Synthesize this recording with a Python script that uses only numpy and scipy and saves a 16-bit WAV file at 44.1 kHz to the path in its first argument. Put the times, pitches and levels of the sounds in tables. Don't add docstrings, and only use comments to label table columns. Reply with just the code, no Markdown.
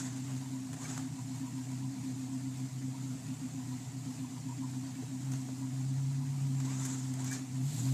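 import sys
import numpy as np
from scipy import signal
from scipy.fft import rfft, irfft, next_fast_len
from scipy.io import wavfile
from scipy.ndimage import uniform_filter1d, map_coordinates

SR = 44100
rng = np.random.default_rng(int(sys.argv[2]) if len(sys.argv) > 2 else 0)


def gain_from_db(level_db):
    decades = np.asarray(level_db, float) / 20
    return 10 ** decades


def store_pcm(level_fs):
    pcm = np.round(np.clip(level_fs, -1, 1) * 32767).astype(np.int16)
    wavfile.write(sys.argv[1], SR, np.atleast_2d(pcm).T)


N = 349713

# (frequency [Hz], level [dB per Hz])
MACHINE_HISS = [(220, 0), (380, -6), (472, -5.5), (577, -8.5), (643, -1.5), (946, -2), (1140, -7),
                (1550, -9.5), (1930, -7), (3260, -10.5), (4230, -8), (5510, -7.5), (7390, 0), (9600, -11.5),
                (15300, -19.5)]
# (first slip [s], slips [count], peak [dB], pitch [Hz])
BELT_SLIPS = [(1.28, 2, -53, 4320), (1.562, 2, -55, 4570), (1.79, 1, -53, 4380), (1.898, 8, -55.5, 4450),
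              (3.70, 2, -54, 4350), (3.97, 1, -56, 4640), (4.164, 1, -54, 4170), (4.398, 1, -52, 4280),
              (4.838, 1, -55, 4640), (5.41, 4, -55, 4220), (5.86, 1, -53, 4800), (6.223, 1, -53, 4140),
              (6.321, 1, -57, 4640), (7.694, 1, -53, 4180), (7.735, 1, -55, 3800), (7.8, 1, -51, 3850),
              (7.83, 1, -51, 4250), (7.885, 1, -52, 3800)]
# (frequency [Hz], level [dB per Hz])
INTAKE_RUSH = [(500, -28), (2000, -17), (4200, -6), (5500, -10), (7500, 1.5), (9600, -11.5), (12500, -9),
               (15300, -24)]

# (time [s], peak [dB], body [dB re peak], decay by 60 dB [s])
SNAPS = [(0.7298, -35.5, -14, 0.056), (0.74, -37, -14, 0.029), (0.842, -33, -17, 0.033),
         (0.9775, -21.5, -14, 0.0095), (2.3494, -48, -16, 0.02), (5.3192, -31.5, -22, 0.045),
         (5.335, -36, -13, 0.039), (6.601, -32, -15, 0.029), (6.851, -27, -23, 0.065),
         (6.86, -35, -31, 0.027), (7.138, -28, -21, 0.02), (7.038, -42, -22, .02), (7.196, -45, -17, .02),
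         (7.223, -37, -20, 0.018), (7.392, -35, -12, 0.025), (7.781, -41, -20, .03),
         (0.3653, -37, -14, 0.022), (1.717, -37, -20, .02), (7.244, -30.5, -23, 0.048),
         (7.313, -27, -30, 0.023), (7.3278, -27, -27, 0.052)]
# (frequency [Hz], level [dB per Hz])
CRACK_COLOUR = [(2000, -30), (3000, -31), (6500, 11), (9000, 3), (12000, -3.5), (15400, -18)]
# (time [s], peak [dB], pitch [Hz], decay by 60 dB [s])
KNOCKS = [(5.023, -41, 340, .07), (5.023, -44, 430, .06), (5.023, -49, 700, .05), (5.335, -48, 950, .04),
          (5.335, -52, 1750, .03), (2.88, -48, 420, .05), (5.023, -40, 190, .07), (5.233, -48, 330, .04),
          (5.485, -46, 620, .07), (5.485, -47, 1100, .04), (5.485, -48, 1480, .04), (5.485, -49, 380, .05),
          (6.6, -45, 950, .04), (7.35, -47, 430, .07), (7.725, -48, 650, .08), (7.78, -50, 780, .07),
          (7.82, -48, 690, .07), (7.855, -48, 700, .06), (7.87, -47, 780, .07), (7.915, -47, 620, .08),
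          (.975, -47, 880, .05), (.31, -53, 720, .06)]
# (time [s], peak [dB])
FIBRE_TICKS = [(0.7324, -52), (0.7444, -55), (0.8434, -51), (0.9767, -49), (2.3494, -53), (5.3183, -49),
               (5.3343, -45), (6.8518, -38), (6.8574, -44), (6.8624, -49), (7.2434, -40), (7.2484, -44),
               (7.3123, -41), (7.3164, -42), (7.3284, -45), (7.3344, -46)]
# (frequency [Hz], level [dB per Hz])
FIBRE_COLOUR = [(4000, -30), (8000, -5), (11000, 0), (13500, 5), (15400, -6)]

# (start [s], peak [s], end [s], sizzle [dB], body [dB])
CLOTH_STROKES = [(-.1, 0.007, 0.21, -45, -52.5), (0.768, 0.894, 1.084, -45, -52.5),
                 (2.322, 2.348, 2.4, -56, -68), (4.945, 4.96, 4.8, -54, -60),
                 (5.33, 5.36, 5.4, -53.5, -57.5), (.86, 1, 1.0, -59, -59.5), (.24, .31, 0.44, -59, -59),
                 (5.315, 5.347, 5.32, -44.5, -52), (6.597, 6.602, 6.96, -55.5, -57),
                 (6.653, 6.888, 7.12, -44, -55), (7.137, 7.132, 7.3, -54, -57),
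                 (7.194, 7.35, 7.43, -42.5, -51.5), (7.662, 7.703, 7.7, -50, -60),
                 (7.776, 7.8, 7.9, -47, -57), (7.86, 7.914, 7.9, -58, -54.5)]
# (frequency [Hz], level [dB per Hz])
SIZZLE_COLOUR = [(1470, -50), (2500, -48), (3540, -12), (3970, -14.5), (6020, -5), (6640, 1), (7720, 0.5),
                 (9330, -14.5), (12700, -20), (15300, -43)]
# (frequency [Hz], level [dB per Hz])
BODY_COLOUR = [(240, 4.5), (400, -1), (540, -8), (702, -1.5), (1680, -4), (2640, -8.5), (3500, -9.5),
               (4550, -12), (7700, -120)]
# (start [s], length [s], first pitch [Hz], last pitch [Hz], level [dB])
SQUEAKS = [(6.635, .16, 560, 1340, -58), (6.655, .03, 860, 1150, -58), (6.71, .07, 800, 1060, -59),
           (6.79, .07, 1300, 1400, -59), (6.66, .068, 1760, 2620, -61), (6.848, .025, 1520, 1900, -56),
           (7.17, .04, 620, 860, -56), (7.185, .1, 760, 1230, -60), (6.87, .12, 1020, 980, -61),
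           (7.24, .145, 2100, 2400, -56), (7.308, .03, 1640, 1720, -48), (7.312, .025, 1800, 1880, -52),
           (7.312, .025, 1500, 1540, -55), (7.34, .08, 1780, 1700, -61), (.843, .02, 2270, 2330, -49.5),
           (.76, .21, 520, 1400, -61), (.768, .035, 600, 1020, -56), (.85, .05, 740, 700, -59),
           (.845, .03, 1620, 1560, -58), (0, .016, 1530, 1560, -52), (.03, .06, 1750, 1900, -63),
           (.92, .05, 700, 1050, -61), (4.948, .025, 2300, 2350, -60)]

# (frequency [Hz], width [Hz], level [dB])
BLOCK_MODES = [
    (727, 68, 0),
    (966, 110, 0),
]

# (time [s], firing rate [Hz])
FIRING_RATE = [(0.0, 31.33), (0.4, 33.01), (0.75, 30.35), (1.39, 30.93), (1.84, 32.47), (1.99, 31.43),
               (2.92, 32.86), (3.31, 30.02), (3.67, 31.42), (4.42, 30.3), (4.66, 32.37), (5.01, 31.02),
               (5.28, 33.24), (5.52, 31.93), (6.24, 34.93), (6.75, 32.81), (7.57, 32.26), (7.93, 45.6)]
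# (time [s], level [dB])
THROTTLE_PUSH = [(0, -44), (.3, -38), (.58, -43.5), (.78, -37.5), (1.6, -38.5), (2.0, -39.5), (2.7, -40),
                 (3.3, -36.5), (4.5, -37.5), (5.05, -45.5), (5.25, -36.5), (5.45, -41.5), (6.0, -34),
                 (6.45, -33), (6.75, -39), (7.33, -40.5), (7.76, -30), (7.93, -32.5)]
# (strength [dB], moment [firings])
CYLINDERS = [
    (0, .828),
    (-1.2, .817),
    (-2.9, .825),
    (.2, .862),
]
# (time [s], share [0-1])
UNEVENNESS = [
    (0, 1),
    (6.42, 1),
    (6.6, .55),
    (7.38, .55),
    (7.5, .9),
    (7.93, .9),
]
# (time [s], loss [dB])
STUMBLES = [(.64, 5), (1.94, 8.5), (2.67, 14), (2.93, 5), (3.17, 4.5), (4.36, 2.5), (5.43, 0), (7.45, 9)]
# (time [s], low modes [dB], upper modes [dB])
EXHAUST_GAIN = [(0.11, 5.5, -3), (0.44, -4.5, 2), (0.71, 6, 1.5), (0.78, 1, -11), (1.11, -0.5, 1.5),
                (1.23, 4.5, -7), (1.36, 5, -1), (1.84, 0.5, 4.5), (1.95, -3, 7), (2.04, 0, 3.5), (2.14, 4, -1),
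                (2.34, -1.5, 2.5), (2.66, 4, 4), (2.74, 6, -8.5), (2.83, -3, 4), (3.15, 0, 2.5), (3.22, -4, -9),
                (3.45, -4.5, -0.5), (3.51, 1.0, -1.5), (3.63, 2, -1), (3.86, -1.5, -8), (4.01, 1.5, -3.5),
                (4.42, -3.5, -4), (4.52, 1, -6), (4.59, -1, 4.0), (4.71, 1, -3), (4.77, 1.5, -0.5),
                (4.88, 3, -1.5), (5.06, 12, 0), (5.32, 0.5, 4), (5.43, -6, 3), (5.98, -1.0, -6), (6.1, -0.5, -6),
                (6.22, -1.5, -3), (6.33, -1.5, -5.5), (6.49, 0, 4.5), (6.7, -2.5, 2.5), (6.92, -1.5, 1),
                (7.13, 2, 0.5), (7.26, 3.5, -0.5), (7.43, -5.0, 2), (7.68, -0.5, -18), (7.75, -2.5, -3.5),
                (7.81, 5, 9)]
# (time [s], level [dB])
LOW_GAIN = [(0.0, 11), (0.179, 0), (0.797, -8), (0.83, 5), (0.979, 4), (1.059, -4), (1.122, 8.5),
            (1.173, -10), (1.32, -5), (1.455, -4), (1.532, 3), (1.583, -2), (1.65, 1), (2.012, 6),
            (2.071, -3), (2.214, -2), (2.42, 2.5), (2.955, -5), (3.267, 4), (3.593, -6), (3.837, -8),
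            (3.884, 6), (3.925, -6), (4.108, -5), (4.335, -6), (4.402, 9), (4.568, 4), (4.84, 5),
            (4.885, -4), (4.946, 6)]
# (time [s], level [dB])
UPPER_GAIN = [(0.019, 3.5), (0.221, -5), (0.35, 5), (0.394, -7), (0.432, -1), (0.54, 3), (0.735, 9),
              (0.828, 3), (0.944, -3), (0.997, 3), (1.107, 1.5), (1.367, -4), (1.423, 3), (1.482, -6),
              (1.518, 5), (1.625, -2), (1.82, -1.5), (2.032, 0.5), (2.14, 3), (2.251, -1.5), (2.42, -1.5),
              (2.46, 3.5), (2.546, -4), (2.581, -2), (2.974, 3.5), (3.093, -3), (3.139, 3), (3.213, -3),
              (3.374, -8), (3.449, 4), (3.502, -11), (3.627, -3), (3.666, 4), (3.737, 0.5), (3.88, -9),
              (4.135, -1), (4.174, -5), (4.423, -10), (4.468, 5), (4.526, -1), (4.561, 0), (4.756, 3.5),
              (4.928, -6), (4.994, 2.5), (5.046, -18), (5.627, 4.5), (5.724, 1), (5.881, -1), (5.923, 4.5),
              (5.975, -6), (6.085, 1), (6.381, 6), (6.42, -4), (6.558, -6), (6.619, 2), (6.816, -3.5),
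              (7.053, -4), (7.163, -1), (7.313, -4), (7.612, 4)]
# (position [firings], low swell [dB], upper bend [Hz])
CRANK_CYCLE = [(.25, 1, 3.5), (.75, 0.5, 0), (1.25, -1, -3.5), (1.75, -2.5, -0.5), (2.25, -0.5, -2),
               (2.75, -1, -3.5), (3.25, 0.5, -3), (3.75, 0, 1.5)]
# (frequency [Hz], width [Hz], level [dB])
PIPE_LOW = [(58.7, 17, -26), (98, 47, -53), (132.8, 8.4, 0.5), (149.4, 21.2, -11)]
# (frequency [Hz], width [Hz], level [dB])
PIPE_UPPER = [(200.1, 2.3, 0.5), (247.4, 14, -6.5), (261.63, 8.6, 11.5), (263, 45, -8.5), (298, 45, -37)]
# (frequency [Hz], level [dB per Hz])
RUMBLE_COLOUR = [(25, -3), (50, -19), (110, 12.5), (150, 14), (178, 4.5), (197, 13.5), (213, 9),
                 (260, 15.5), (330, -2), (450, -11.5), (560, -62)]


def unit(x):
    return x / np.sqrt(np.mean(x ** 2) + 1e-20)


def curves(rows):
    s, *columns = np.transpose(rows)
    return [np.interp(np.arange(N) / SR, s, column) for column in columns]


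def bumps(rows, width_s):
    t = np.arange(0, N / SR + .01, .005)
    sums = sum(np.outer(db, np.exp(-((t - s) / width_s) ** 2)) for s, *db in rows)
    return curves(np.c_[t, sums.T])


def wobble(rate):
    knots = rng.standard_normal(int(N * rate / SR) + 4)
    return map_coordinates(knots, [np.arange(N) * rate / SR])


def add_at(out, start_s, sound):
    out[round(start_s * SR):][:len(sound)] += sound


def filtered(x, response):
    m = next_fast_len(len(x) + SR // 2)
    return irfft(rfft(x, m) * response(np.fft.rfftfreq(m, 1 / SR)), m)[:len(x)]


def coloured(x, spectrum):
    hz, db = np.transpose(spectrum)
    return unit(filtered(x, lambda f: gain_from_db(np.interp(np.log(f + 1), np.log(hz), db, -120, -120))))


def modes(table):
    def response(f):
        total = 0
        for k, (centre, width, db) in enumerate(table):
            damping = 1j * f * width
            total = total + (-1) ** k * gain_from_db(db) * damping / (centre * centre - f * f + damping)
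        return total
    return response


def grit(spike_db):
    size_db = spike_db * rng.standard_normal(N // 64 + 1)
    return rng.standard_normal(N) * gain_from_db(size_db.repeat(64)[:N])


def patchy(x, patch_db):
    z = signal.stft(x, nperseg=1024)[2]
    field = uniform_filter1d(rng.standard_normal(z.shape), size=4, axis=0)
    field = uniform_filter1d(field, size=3, axis=1)
    return signal.istft(z * gain_from_db(patch_db * unit(field)), nperseg=1024)[1][:N]


def machine(phase):
    pulse_db = 0.15 * np.cos(np.pi * phase) + 0.35 * wobble(5) + 0.5 * wobble(14)
    hiss = coloured(patchy(grit(spike_db=0.9), patch_db=2.0), MACHINE_HISS)
    return gain_from_db(-52.5 + pulse_db) * hiss


def belt():
    lap_s = .171
    out, t = np.zeros(N + SR), np.arange(SR // 20) / SR
    swell = np.sin(np.pi * np.clip(t / 0.067, 0, 1)) ** 2
    for first, slips, db, hz in BELT_SLIPS:
        for lap in range(slips):
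            shake = np.cumsum(rng.normal(0, .09, len(t)))
            size_db, bend = rng.normal(0, [1.2, .015]) * (slips > 1)
            whistle = np.sin(2 * np.pi * hz * (1 + bend) * t + shake)
            add_at(out, first + lap * lap_s, gain_from_db(db - 10 + size_db) * swell * whistle)
    return out[:N]


def intake():
    open_s, rise_s = 7.61, .04
    opening = 1 - np.exp(-np.clip(np.arange(N) / SR - open_s, 0, None) / rise_s)
    rush = coloured(patchy(grit(spike_db=1.5), patch_db=1.5), INTAKE_RUSH)
    return gain_from_db(-49 + .8 * wobble(25.12)) * opening * rush


def snaps():
    top, body, t = np.zeros(N + SR), np.zeros(N + SR), np.arange(SR // 8) / SR
    for s, db, body_db, t60 in SNAPS:
        fade = gain_from_db(-60 * t / t60) * (1 - np.exp(-t / .0005))
        add_at(top, s, gain_from_db(db - 9.5) * fade)
        add_at(body, s, gain_from_db(db + 2.5 + body_db) * fade)
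    white = rng.standard_normal((2, N))
    return top[:N] * coloured(white[0], CRACK_COLOUR) + body[:N] * coloured(white[1], BODY_COLOUR)


def knocks():
    out, t = np.zeros(N + SR), np.arange(SR // 8) / SR
    for s, db, hz, t60 in KNOCKS:
        tone = np.sin(2 * np.pi * hz * t + np.cumsum(rng.normal(0, .1, len(t))))
        add_at(out, s, gain_from_db(db - 60 * t / t60) * (1 - np.exp(-t / .002)) * tone)
    return out[:N]


def ticks():
    out, t = np.zeros(N + SR), np.arange(SR // 40) / SR
    t60 = .009
    for s, db in FIBRE_TICKS:
        add_at(out, s, gain_from_db(db - 4 - 60 * t / t60))
    return out[:N] * coloured(rng.standard_normal(N), FIBRE_COLOUR)


def rubbing():
    grip_db, lift_db = -10, -16
    body_swing, edge_s = 0.65, 0.0069
    t, sizzle, body = np.arange(0, N / SR + .01, .001), 0, 0
    for start, peak, end, sizzle_db, body_db in CLOTH_STROKES:
        press_db = np.interp(t, [start, peak, end], [grip_db, 0, lift_db])
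        touch = np.clip(np.minimum(t - start, end - t) / edge_s + 1, 0, 1)
        sizzle = sizzle + touch * gain_from_db(sizzle_db + press_db)
        body = body + touch * gain_from_db(body_db + body_swing * press_db)
    sizzle, body = curves(np.c_[t, sizzle, body])
    clumps = gain_from_db(1.57 * wobble(40))
    sizzle = sizzle * coloured(patchy(grit(spike_db=-0.5), patch_db=3.5), SIZZLE_COLOUR)
    body = body * coloured(patchy(grit(spike_db=0.0), patch_db=1.5), BODY_COLOUR)
    return clumps * (sizzle + body)


def squeaks():
    settle, least_glide_s, latest_peak = .31, .05, .72
    out, flutter, waver = np.zeros(N), gain_from_db(1.5 * wobble(60)), 1 + .008 * wobble(90)
    for start, length, from_hz, to_hz, db in SQUEAKS:
        u = np.arange(round(length * SR)) / (length * SR)
        span = round(start * SR) + np.arange(len(u))
        hz = to_hz + (from_hz - to_hz) * np.exp(-u / max(settle, least_glide_s / length))
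        peak = latest_peak * np.tanh((to_hz / 2000) ** 3)
        swell = np.interp(u, [0, peak, 1], [0, 1, 0]) ** .8
        tone = np.sin(2 * np.pi * np.cumsum(hz * waver[span]) / SR)
        out[span] += swell * gain_from_db(db + 4) * flutter[span] * tone
    return out


def block(phase):
    tap_s, sharpness = 3.605, 1.8
    cycle = np.pi / 2 * (phase - phase[round(tap_s * SR)])
    tap = np.exp(sharpness * (np.cos(cycle) - 1)) * gain_from_db(6.0 * wobble(6))
    lower, upper = (unit(filtered(grit(spike_db=2.0), lambda f: modes([m])(f) ** 2)) for m in BLOCK_MODES)
    return gain_from_db(-72.5 + 1.8 * wobble(15)) * lower + gain_from_db(-66.5) * tap * upper


def exhaust(phase, uneven, drive_db, pipe, silencer):
    lead = SR // 4
    count = np.arange(-8, int(phase[-1]))
    pattern = np.array(CYLINDERS)
    share = uneven * np.interp(count, phase, curves(UNEVENNESS)[0])[:, None]
    average = pattern.mean(0)
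    strength_db, moment = (average + share * (pattern - average)[count % 4]).T
    chance = uneven * rng.standard_normal((400, 2))[count]
    turn = np.r_[np.arange(-lead, 0) * phase[0], phase]
    at = np.interp(count + moment + .005 * chance[:, 0], turn, np.arange(N + lead)).astype(int)
    push_db = np.pad(drive_db, (lead, 0), "edge")[at]
    puffs = np.bincount(at, gain_from_db(strength_db + .6 * chance[:, 1] + push_db), N + lead)
    return unit(filtered(puffs, lambda f: modes(pipe)(f) * modes(silencer)(f) ** 2)[lead:])


def crank(phase, low, upper):
    turn, swell_db, bend_hz = np.transpose(CRANK_CYCLE)
    n = np.arange(N)
    idle = np.interp(n / SR, [5.2, 5.8], [1, 0])
    swell_db = idle * np.interp(phase, turn, swell_db - swell_db.mean(), period=4)
    bend_hz = idle * np.interp(phase, turn, bend_hz - bend_hz.mean(), period=4)
    upper_hz = 260
    return gain_from_db(swell_db) * low, np.interp(n + np.cumsum(bend_hz) / upper_hz, n, upper)


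def engine(phase):
    push_db, = curves(THROTTLE_PUSH)
    loss_db, = bumps(STUMBLES, width_s=.035)
    upper_push_db = .044 * push_db
    low = exhaust(phase, uneven=.5, drive_db=push_db - loss_db, pipe=PIPE_LOW, silencer=[(120, 130, 0)])
    upper = exhaust(phase, uneven=1.4, drive_db=upper_push_db - loss_db, pipe=PIPE_UPPER,
                    silencer=[(255, 170, 0)])
    low, upper = crank(phase, low, upper)
    low_db, upper_db = bumps(EXHAUST_GAIN, width_s=.04)
    low_db = low_db + bumps(LOW_GAIN, width_s=.025)[0]
    upper_db = upper_db + bumps(UPPER_GAIN, width_s=.025)[0]
    rumble = gain_from_db(-50.5 + 0.24 * wobble(8.3)) * coloured(rng.standard_normal(N), RUMBLE_COLOUR)
    return gain_from_db(low_db - 38.5) * low + gain_from_db(upper_db - 43.0) * upper + rumble


def scene():
    phase = np.cumsum(curves(FIRING_RATE)[0]) / SR
    air = machine(phase) + belt() + intake()
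    undergrowth = snaps() + knocks() + ticks() + rubbing() + squeaks()
    return (air + undergrowth + block(phase) + engine(phase))[None]


def roll_off(x):
    return signal.sosfilt(signal.butter(12, 15420, fs=SR, output="sos"), x)


def record(dry):
    microphone, top_hz = modes([(800, 11700, 0)]), 15330
    heard = filtered(dry[0], lambda hz: microphone(hz) * (hz < top_hz))
    return roll_off(heard[None])


dry = scene()
out = record(dry)
store_pcm(out)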